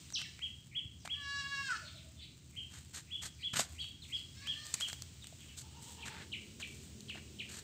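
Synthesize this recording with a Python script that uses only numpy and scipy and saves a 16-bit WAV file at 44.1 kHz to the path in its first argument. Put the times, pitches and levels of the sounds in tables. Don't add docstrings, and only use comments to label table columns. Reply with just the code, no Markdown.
import sys
import numpy as np
from scipy import signal
from scipy.fft import rfft, irfft, next_fast_len
from scipy.io import wavfile

SR = 44100
rng = np.random.default_rng(int(sys.argv[2]) if len(sys.argv) > 2 else 0)


def master(y):
    cut = np.clip(np.atleast_2d(y).T, -1, 1)
    pcm = np.round(cut * 32767)
    wavfile.write(sys.argv[1], SR, pcm.astype(np.int16))


N = 336867
TIME = np.arange(N) / SR

# frequency_hz, density_db (per Hz)
CRISP = [(500, -12), (1200, -21), (1800, -34), (3000, -8), (4200, 2), (5400, -3), (7000, 4.5), (8500, 3.5),
         (10500, -1), (12800, 4), (15500, -21.5)]


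def from_db(db):
    return 10 ** (np.asarray(db) / 20)


def rms_one(x):
    return x / np.sqrt(np.mean(x ** 2) + 1e-20)


def in_time(rows, t=TIME):
    s, *columns = np.transpose(rows)
    return [np.interp(t, s, column) for column in columns]


def gain_at(spectrum, hz):
    points, db = np.transpose(spectrum)
    return from_db(np.interp(np.log(hz + 1e-6), np.log(points), db))


def coloured(x, spectrum):
    size = 2 * next_fast_len(N // 2 + 4096)
    gain = rms_one(gain_at(spectrum, np.fft.rfftfreq(size, 1 / SR)))
    cepstrum = irfft(np.log(gain))
    cepstrum[1:size // 2] *= 2
    cepstrum[size // 2 + 1:] = 0
    return irfft(rfft(x, size) * np.exp(rfft(cepstrum)))[:N]


def drift(rate, size):
    steps = np.arange(size) * rate / SR
    return np.interp(steps, np.arange(20000), rng.standard_normal(20000))


def add(out, s, sound):
    start = round(s * SR)
    out[start:start + len(sound)] += sound[:max(N - start, 0)]


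def yard(x, gap_s=0.0083, wall_s=0.032, wall=0.44, dull_hz=6500):
    t60_s = 0.49
    t = TIME[:SR]
    tail = rng.standard_normal(SR) * from_db(-60 * t / t60_s) * np.clip(t / gap_s - .5, 0, 1)
    tail = signal.sosfilt(signal.butter(1, min(dull_hz, SR / 3), fs=SR, output="sos"), tail)
    tail /= np.linalg.norm(tail)
    tail[int(wall_s * SR)] += wall
    return signal.fftconvolve(x, tail)[:N]


def grains(per_s, spread_db):
    sizes = from_db(spread_db * np.minimum(rng.exponential(1, N), 4))
    signed = sizes * rng.choice([-1, 1], N)
    return rms_one(signed * (rng.random(N) < per_s / SR))


def cutting(release_s=0.0065, snap_s=0.0014, flesh_db=-4):
    # (dull part against crisp, before flesh_db)
    strokes = [(0.179, 0.048, -56, 2), (1.047, 0.02, -48.5, -0.5), (2.7, 0.11, -55, -1.5),
               (2.93, 0.072, -46, -4), (3.213, 0.065, -43, -4), (3.529, 0.055, -42.5, 3),
               (3.557, 0.075, -35, -4), (3.592, 0.0075, -35, 1), (4.739, 0.0045, -30, -8),
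               (4.798, 0.026, -38, -11), (4.873, 0.032, -44.5, -2), (5.564, 0.063, -48, -12),
               (6.052, 0.041, -48.5, 4.5), (6.096, 0.16, -63.5, 13.5), (6.596, 0.026, -50.5, 2.5),
               (7.142, 0.046, -66, 16.5), (7.482, 0.13, -49, -3)]
    # start_s, level_db (noise before colouring), dullness_db (as above)
    snaps = [(0.1032, -44.5, 1), (0.1245, -40, 2), (0.2168, -35.5, 2), (0.392, -51, 11),
             (1.076, -40.5, 8.5), (3.5354, -37, 0), (3.5687, -32, 8.5), (3.5957, -32.5, 9.5),
             (3.6058, -23, -12), (3.8427, -49, 7), (4.4722, -37, 0.5), (4.667, -36.5, -20),
             (4.809, -29, -2), (4.8846, -34, -3), (4.93, -29.5, -5), (5.0211, -27.5, -15),
             (5.243, -44, 0.5), (5.27, -37.5, -14), (5.5883, -35, -22), (7.0061, -39, -29), (7.097, -47, 9)]
    # frequency_hz, density_db (per Hz)
    flesh = [(50, -12), (150, 11), (400, -2), (700, 1.5), (1000, 3.5), (1600, 10.5), (2300, 7.5),
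             (4000, 4.5), (9000, -27)]

    crisp, dull = np.zeros((2, N))
    for s, length, level_db, dull_db in strokes:
        t = TIME[:int((2 * length + 8 * release_s) * SR)]
        onset = np.minimum(t / (0.18 * length), 1)
        release = np.exp(-np.maximum(t - 0.81 * length, 0) / (release_s + 0.11 * length))
        push = from_db(level_db) * onset * release
        add(crisp, s, push)
        add(dull, s, push * from_db(dull_db))
    catching = rms_one(from_db(2.4 * drift(220, N)))
    crisp = catching * crisp * grains(3700, 1.8)
    dull = catching * dull * grains(2000, 1.9)

    t = TIME[:SR // 50]
    for s, level_db, dull_db in snaps:
        bursts = from_db(level_db) * np.exp(-t / snap_s) * rng.standard_normal((2, len(t)))
        add(crisp, s, bursts[0])
        add(dull, s, bursts[1] * from_db(dull_db))
    return coloured(crisp, CRISP) + from_db(flesh_db) * coloured(dull, flesh)


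def bumps():
    # start_s, level_db (amplitude before the decay), pitch_hz, t60_s
    knocks = [(0.852, -26, 101, 0.032), (1.051, -38.5, 730, 0.027), (3.533, -21.5, 145, 0.02),
              (3.594, -26.5, 672, 0.024), (5.325, -48, 654, 0.034), (6.598, -58, 644, .04),
              (7.155, -44, 670, 0.02)]
    out, t = np.zeros(N), TIME[:SR // 4]
    for s, level_db, hz, t60 in knocks:
        envelope = from_db(level_db - 60 * t / t60) * np.minimum(t * hz, 1)
        add(out, s, envelope * np.sin(2 * np.pi * hz * t))
    return out


def sack(per_s=170, spread_db=2.5, rub_db=-1):
    # start_s, length_s, level_db
    rustles = [(2.43, 0.52, -69), (3.673, 0.19, -60.5), (4.013, 0.19, -60), (4.633, 0.31, -56),
               (5.2, 0.3, -64.5), (5.804, 0.14, -54.5), (6.633, 0.22, -60)]
    # frequency_hz, density_db (per Hz)
    plastic = [(1000, -10.5), (3000, -7), (5500, -13), (7500, 1), (10000, -5), (12500, -3), (15500, 2.5)]
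    attack_s, release_s, rest_db = 0.025, 0.027, -64

    brush = np.zeros(N)
    for s, length, level_db in rustles:
        attack = np.clip((TIME - s) / attack_s, 0, 1)
        release = np.exp(-np.maximum(TIME - s - length, 0) / release_s)
        brush += from_db(level_db) * attack * release
    ticks = (from_db(rest_db) + brush) * coloured(grains(per_s, spread_db), plastic)
    rub = from_db(rub_db) * brush * coloured(grains(2500, 1.1), CRISP)
    return ticks + rub


def goat(curve, throat, jitter=.025, flutter_db=2.0, rasp=.7, pivot_hz=1600):
    t = np.arange(curve[0][0], curve[-1][0], 1 / SR)
    pitch, level_db, rough, tilt_db = in_time(curve, t)
    pitch = pitch * (1 + jitter * rough * drift(350, len(t)) + 0.00187 * drift(35.1, len(t)))
    phase = 2 * np.pi * np.cumsum(pitch) / SR
    voice, power = 0, 0
    for k in range(1, 22):
        octaves = np.log2(np.maximum(k * pitch / pivot_hz, 1))
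        gain = gain_at(throat, k * pitch) * from_db(tilt_db * octaves)
        flutter = from_db(flutter_db * min(k / 5, 1) * drift(32.0, len(t)))
        shake = flutter * (1 + rasp * rough * drift(500, len(t)))
        voice = voice + gain * shake * np.sin(k * phase + rng.uniform(0, 2 * np.pi))
        power = power + gain ** 2 / 2
    out = np.zeros(N)
    add(out, t[0], from_db(level_db) * voice / np.sqrt(power))
    return out


def near_cry(gain_db=0.5, neutral_treble_db=-6, tilt_share=0.9, closing_db_per_octave=-19):
    # start_s, pitch_hz, level_db (before gain_db), treble_db (against the level, as the mouth opens)
    bleat = [(1.14, 566, -60, -15), (1.154, 567, -63, 2), (1.176, 580.5, -55, -16), (1.248, 562.8, -46, -9),
             (1.41, 562.4, -40.5, -7), (1.418, 552.4, -45, -4.5), (1.468, 560.7, -42.5, -13.5),
             (1.484, 558, -48, -6.5), (1.524, 560, -40.5, -12.5), (1.562, 553.5, -41.5, -7.5),
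             (1.604, 555, -37, -13.5), (1.638, 546.3, -46.5, -5), (1.68, 531.6, -44, 0),
             (1.708, 498.5, -37, -28), (1.75, 434.3, -44.5, -8), (1.775, 411, -47, 9.5)]
    held_rough, collapse_below_hz, rough_per_octave, max_rough = 0.1, 556, 5.2, 1
    crack_s, crack_width_s, crack_rough = 1.42, 0.038, 0.22

    t = np.arange(bleat[0][0], bleat[-1][0], 1 / 1000)
    pitch, level_db, treble_db = in_time(bleat, t)
    fallen = np.maximum(np.log2(collapse_below_hz / pitch), 0)
    crack = crack_rough * np.exp(-((t - crack_s) / crack_width_s) ** 2)
    rough = np.minimum(held_rough + crack + rough_per_octave * fallen, max_rough)
    tilt_db = tilt_share * (treble_db - neutral_treble_db) + closing_db_per_octave * fallen
    return np.transpose([t, pitch, level_db + gain_db, rough, tilt_db])


def far_cry(start_s, length_s, attack_s, release_s, level_db, swell_db, top_hz, top_s, arch_hz, rough, tremble):
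    fade_db = 9
    period_s, first_crest_s, swing_hz, swing_db = .116, .055, 34.2, 6
    t = np.arange(0, length_s, 1 / 1000)
    opening = np.minimum(np.minimum(t / attack_s, (t[-1] - t) / release_s), 1)
    throb = tremble * np.cos(2 * np.pi * (t - first_crest_s) / period_s)
    pitch = top_hz - arch_hz * (2 * (t - top_s) / length_s) ** 2 + swing_hz * throb
    level = level_db + swell_db * t / length_s - fade_db * (1 - opening) + swing_db * throb
    return np.transpose([start_s + t, pitch, level, np.full_like(t, rough), np.zeros_like(t)])


def goats(hiss_db=-9, hiss_release_s=0.14):
    # frequency_hz, gain_db
    kid_throat = [(450, -29), (560, -33), (1120, -8.5), (1400, 12), (1690, 3), (2250, -10), (2810, 1),
                  (3370, -6), (4500, -4), (5600, -7.5), (6200, -15), (7900, -15), (9500, -31), (12000, -44)]
    # frequency_hz, gain_db
    answer_throat = [(600, -20), (1200, -12), (1800, -2), (2400, -8.5), (3000, -10), (3600, -5.5),
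                     (4800, -2), (6000, -14), (9000, -21)]
    quaver_throat = [(470, -0.5), (950, 9.5), (1450, -7), (1900, -5), (2400, -6), (2900, 7), (3400, 3),
                     (4300, -2), (8000, -11)]
    # frequency_hz, density_db (per Hz)
    turbulence = [(400, -18), (1400, -5), (2100, -1), (2700, 2), (3800, -9), (4700, 4.5), (6000, -1),
                  (8000, -3), (12000, -12)]
    # start_s, length_s, attack_s, release_s, level_db, swell_db,
    # top_hz, top_s (after the start), arch_hz (fall half a length from the top), roughness (0-1), tremble (share)
    far_cries = [(4.351, .47, 0.071, 0.15, -56.5, -3, 604, .31, 45.75, 0.42, 0),
                 (5.603, .55, 0.022, 0.04, -71.5, 11.5, 446.7, .27, 39.84, 0.51, 0.98)]

    cry = near_cry()
    _, level_db, rough, _ = in_time(cry)
    airflow = (TIME > cry[0, 0]) * np.exp(-np.maximum(TIME - cry[-1, 0], 0) / hiss_release_s)
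    hiss_gain = from_db(level_db + hiss_db) * rough * airflow
    hiss = hiss_gain * coloured(rng.standard_normal(N), turbulence)
    near = goat(cry, kid_throat, jitter=0.02, flutter_db=2.5, rasp=0.28) + hiss
    rising, trembling = [far_cry(*row) for row in far_cries]
    answer = goat(rising, answer_throat, jitter=0.0443, flutter_db=5.0, rasp=1.0)
    quaver = goat(trembling, quaver_throat, jitter=0.101, flutter_db=4.5, rasp=1.0)
    to_walls = from_db(-11.5) * near + from_db(-6.0) * answer + from_db(-6.5) * quaver
    return near + answer + quaver + yard(to_walls)


def bird(notes, shape, waver=.006):
    direct, to_walls = np.zeros((2, N))
    for s, level_db, length, top_hz, echo_db in notes:
        along = np.linspace(0, 1, int(length * SR))
        share, shape_db = in_time(shape, along)
        pitch = top_hz * share * (1 + waver * drift(394.5, len(along)))
        envelope = from_db(level_db + shape_db) * signal.windows.tukey(len(along), .1)
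        note = envelope * np.sqrt(2) * np.sin(2 * np.pi * np.cumsum(pitch) / SR)
        add(direct, s, note)
        add(to_walls, s, from_db(echo_db) * note)
    return np.array([direct, to_walls])


def ground(x, lag_s=0.016, bounce=0.35, post_s=0.02, post=0.15):
    first = bounce * np.interp(TIME - lag_s, TIME, x)
    second = post * np.interp(TIME - post_s, TIME, x)
    return x + first + second


def birds():
    # along (share of the length), pitch (share of the top pitch), level_db
    arch = [(0, .59, -31), (.12, .745, -16), (.26, .925, -5), (.42, 1, 0), (.6, .97, -1), (.8, .88, -8),
            (1, .76, -19)]
    chip_shape = [(0, 1, -9), (0.106, .77, -9), (0.251, .62, -3), (.5, .525, -4), (.78, .47, -19.5),
                  (1, 0.4056, -15.5)]
    swoop_shape = [(0, 1.03, -15), (.1, .96, -4), (.24, .87, 1), (.32, .67, 1), (.43, .51, 1),
                   (.56, .445, -3), (1, .4, -16)]
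    dip_shape = [(0, 1, -38), (.2, .78, 12.5), (.45, .63, 7.5), (0.699, .6, 3.5), (1, 0.646, -32)]
    slide_shape = [(0, 0.96, 3), (.2, .9, 2.5), (.5, .76, 0.5), (.75, .64, -5), (1, 0.45, -7)]
    # start_s, level_db, length_s, top_hz, echo_db
    swoops = [(.1335, -38, .061, 6290, -4)]
    trails = [(.232, -65, 0.05, 2950, -6.5)]
    # start_s, level_db (direct sound), length_s, top_hz
    peep_rows = [(0.407, -38.5, 0.066, 3318), (0.74, -37, 0.068, 3366), (1.084, -38, 0.08, 3376),
                 (2.554, -45.5, 0.053, 3263), (3.097, -43.5, 0.075, 3424), (3.416, -38.5, 0.079, 3423),
                 (3.773, -42.5, 0.072, 3337), (4.112, -37.5, 0.068, 3370), (4.448, -38, 0.099, 3347),
                 (4.795, -35.5, 0.077, 3342)]
    # start_s, level_db, top_hz, echo_db
    slide_rows = [(0.983, -78, 6670, 12), (1.841, -64.5, 4780, 9.5), (1.944, -73.5, 4330, 14),
                  (2.17, -70.5, 3906, 11), (2.203, -65.5, 4670, 9), (3.316, -76, 6650, 7),
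                  (3.39, -71, 4920, 11), (3.784, -77.5, 4900, 25.5), (4.019, -55, 4410, -6.5),
                  (4.135, -72.5, 5450, 14.5), (5.221, -58, 4230, -8), (5.39, -70.5, 3500, 7.5),
                  (5.47, -71, 3400, 8.5)]
    # start_s, level_db
    hoot_rows = [(1.808, -62), (1.929, -67.5), (2.024, -66)]
    # start_s, level_db, length_s
    chip_rows = [(6.02, -44.5, 0.035), (6.325, -36, 0.03), (6.619, -38.5, 0.031), (7.09, -39.5, .035),
                 (7.394, -37.5, 0.029)]
    peep_echo_level_db = -46
    dip_lead_s, dip_s, dip_hz, dip_db, dip_echo_db = .031, 0.0301, 3220, -35, 4
    chip_hz, chip_echo_db = 4660, -6
    tick_lead_s, tick_s, tick_hz, tick_db = 0.0086, 0.0107, 3230, -11
    slide_s = 0.038
    hoot_s, hoot_hz, hoot_echo_db = 0.06, 658, -6

    peeps = [(s, db, length, hz, peep_echo_level_db - db) for s, db, length, hz in peep_rows]
    dips = [(s - dip_lead_s, db + dip_db, dip_s, dip_hz, dip_echo_db) for s, db, *_ in peep_rows]
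    chips = [(s, db, length, chip_hz, chip_echo_db) for s, db, length in chip_rows]
    ticks = [(s - tick_lead_s, db + tick_db, tick_s, tick_hz, chip_echo_db) for s, db, _ in chip_rows]
    slides = [(s, db, slide_s, hz, echo_db) for s, db, hz, echo_db in slide_rows]
    hoots = [(s, db, hoot_s, hoot_hz, hoot_echo_db) for s, db in hoot_rows]
    direct, to_walls = (bird(peeps, arch, waver=0.0086)
                        + bird(dips + list(trails), dip_shape, waver=0.049)
                        + bird(chips, chip_shape, waver=0.037)
                        + bird(ticks, arch, waver=0.025)
                        + bird(swoops, swoop_shape, waver=0.036)
                        + bird(slides, slide_shape, waver=0.0345))
    far_direct, far_to_walls = bird(hoots, arch, waver=0.047)
    return ground(direct) + far_direct + yard(to_walls + far_to_walls)


def background():
    # frequency_hz, density_db (per Hz)
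    rumble_colour = [(20, -54), (40, -18), (58, -13.5), (78, 4), (100, -6), (130, -4), (200, -13.5),
                     (300, -17.5), (500, -33), (900, -41), (2000, -45.5), (8000, -70)]
    air_colour = [(300, -4.5), (1000, -6), (1800, -4), (3000, 4), (4200, 3.5), (5600, 1), (7500, 4.5),
                  (8800, 2), (11000, -0.5), (14200, -7), (15000, 9.5)]
    engine_colour = [(50, -12), (75, 2.5), (130, 2.5), (175, -6), (210, 9.5), (260, -3.5), (390, -1.5),
                     (520, -12.5), (900, -27.5), (2000, -37), (6000, -22)]
    # time_s, level_db (before a lift of 9 dB)
    air_course = [(0.0, -59), (0.85, -71), (1.62, -60), (1.96, -65), (2.53, -69), (2.79, -65.5),
                  (3.96, -67), (4.81, -56.5), (5.21, -63), (7.64, -62.5)]
    full_s, rise_db_per_s, engine_db = 6.21, 18.5, -57

    sway = from_db(drift(10, N))
    rumble = from_db(-56.0) * sway * coloured(rng.standard_normal(N), rumble_colour)
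    air = from_db(in_time(air_course)[0] + 9.0) * coloured(rng.standard_normal(N), air_colour)
    engine_gain = from_db(engine_db - rise_db_per_s * np.maximum(full_s - TIME, 0))
    engine = engine_gain * coloured(rng.standard_normal(N), engine_colour)
    return rumble + air + engine


def scene():
    hands = cutting() + sack() + bumps()
    hands_echo = from_db(-22.5) * yard(hands)
    return (goats() + birds() + hands + hands_echo + background())[None]


def record(dry, step_hz=8800, top_db=-14, low_hz=42):
    cutoff_hz = 15550
    dry = signal.sosfilt(signal.butter(2, low_hz, "high", fs=SR, output="sos"), dry)
    below = signal.sosfiltfilt(signal.butter(24, step_hz, fs=SR, output="sos"), dry)
    shelved = below + from_db(top_db) * (dry - below)
    return signal.sosfilt(signal.ellip(12, .1, 80, cutoff_hz, fs=SR, output="sos"), shelved)


dry = scene()
out = record(dry)
master(out)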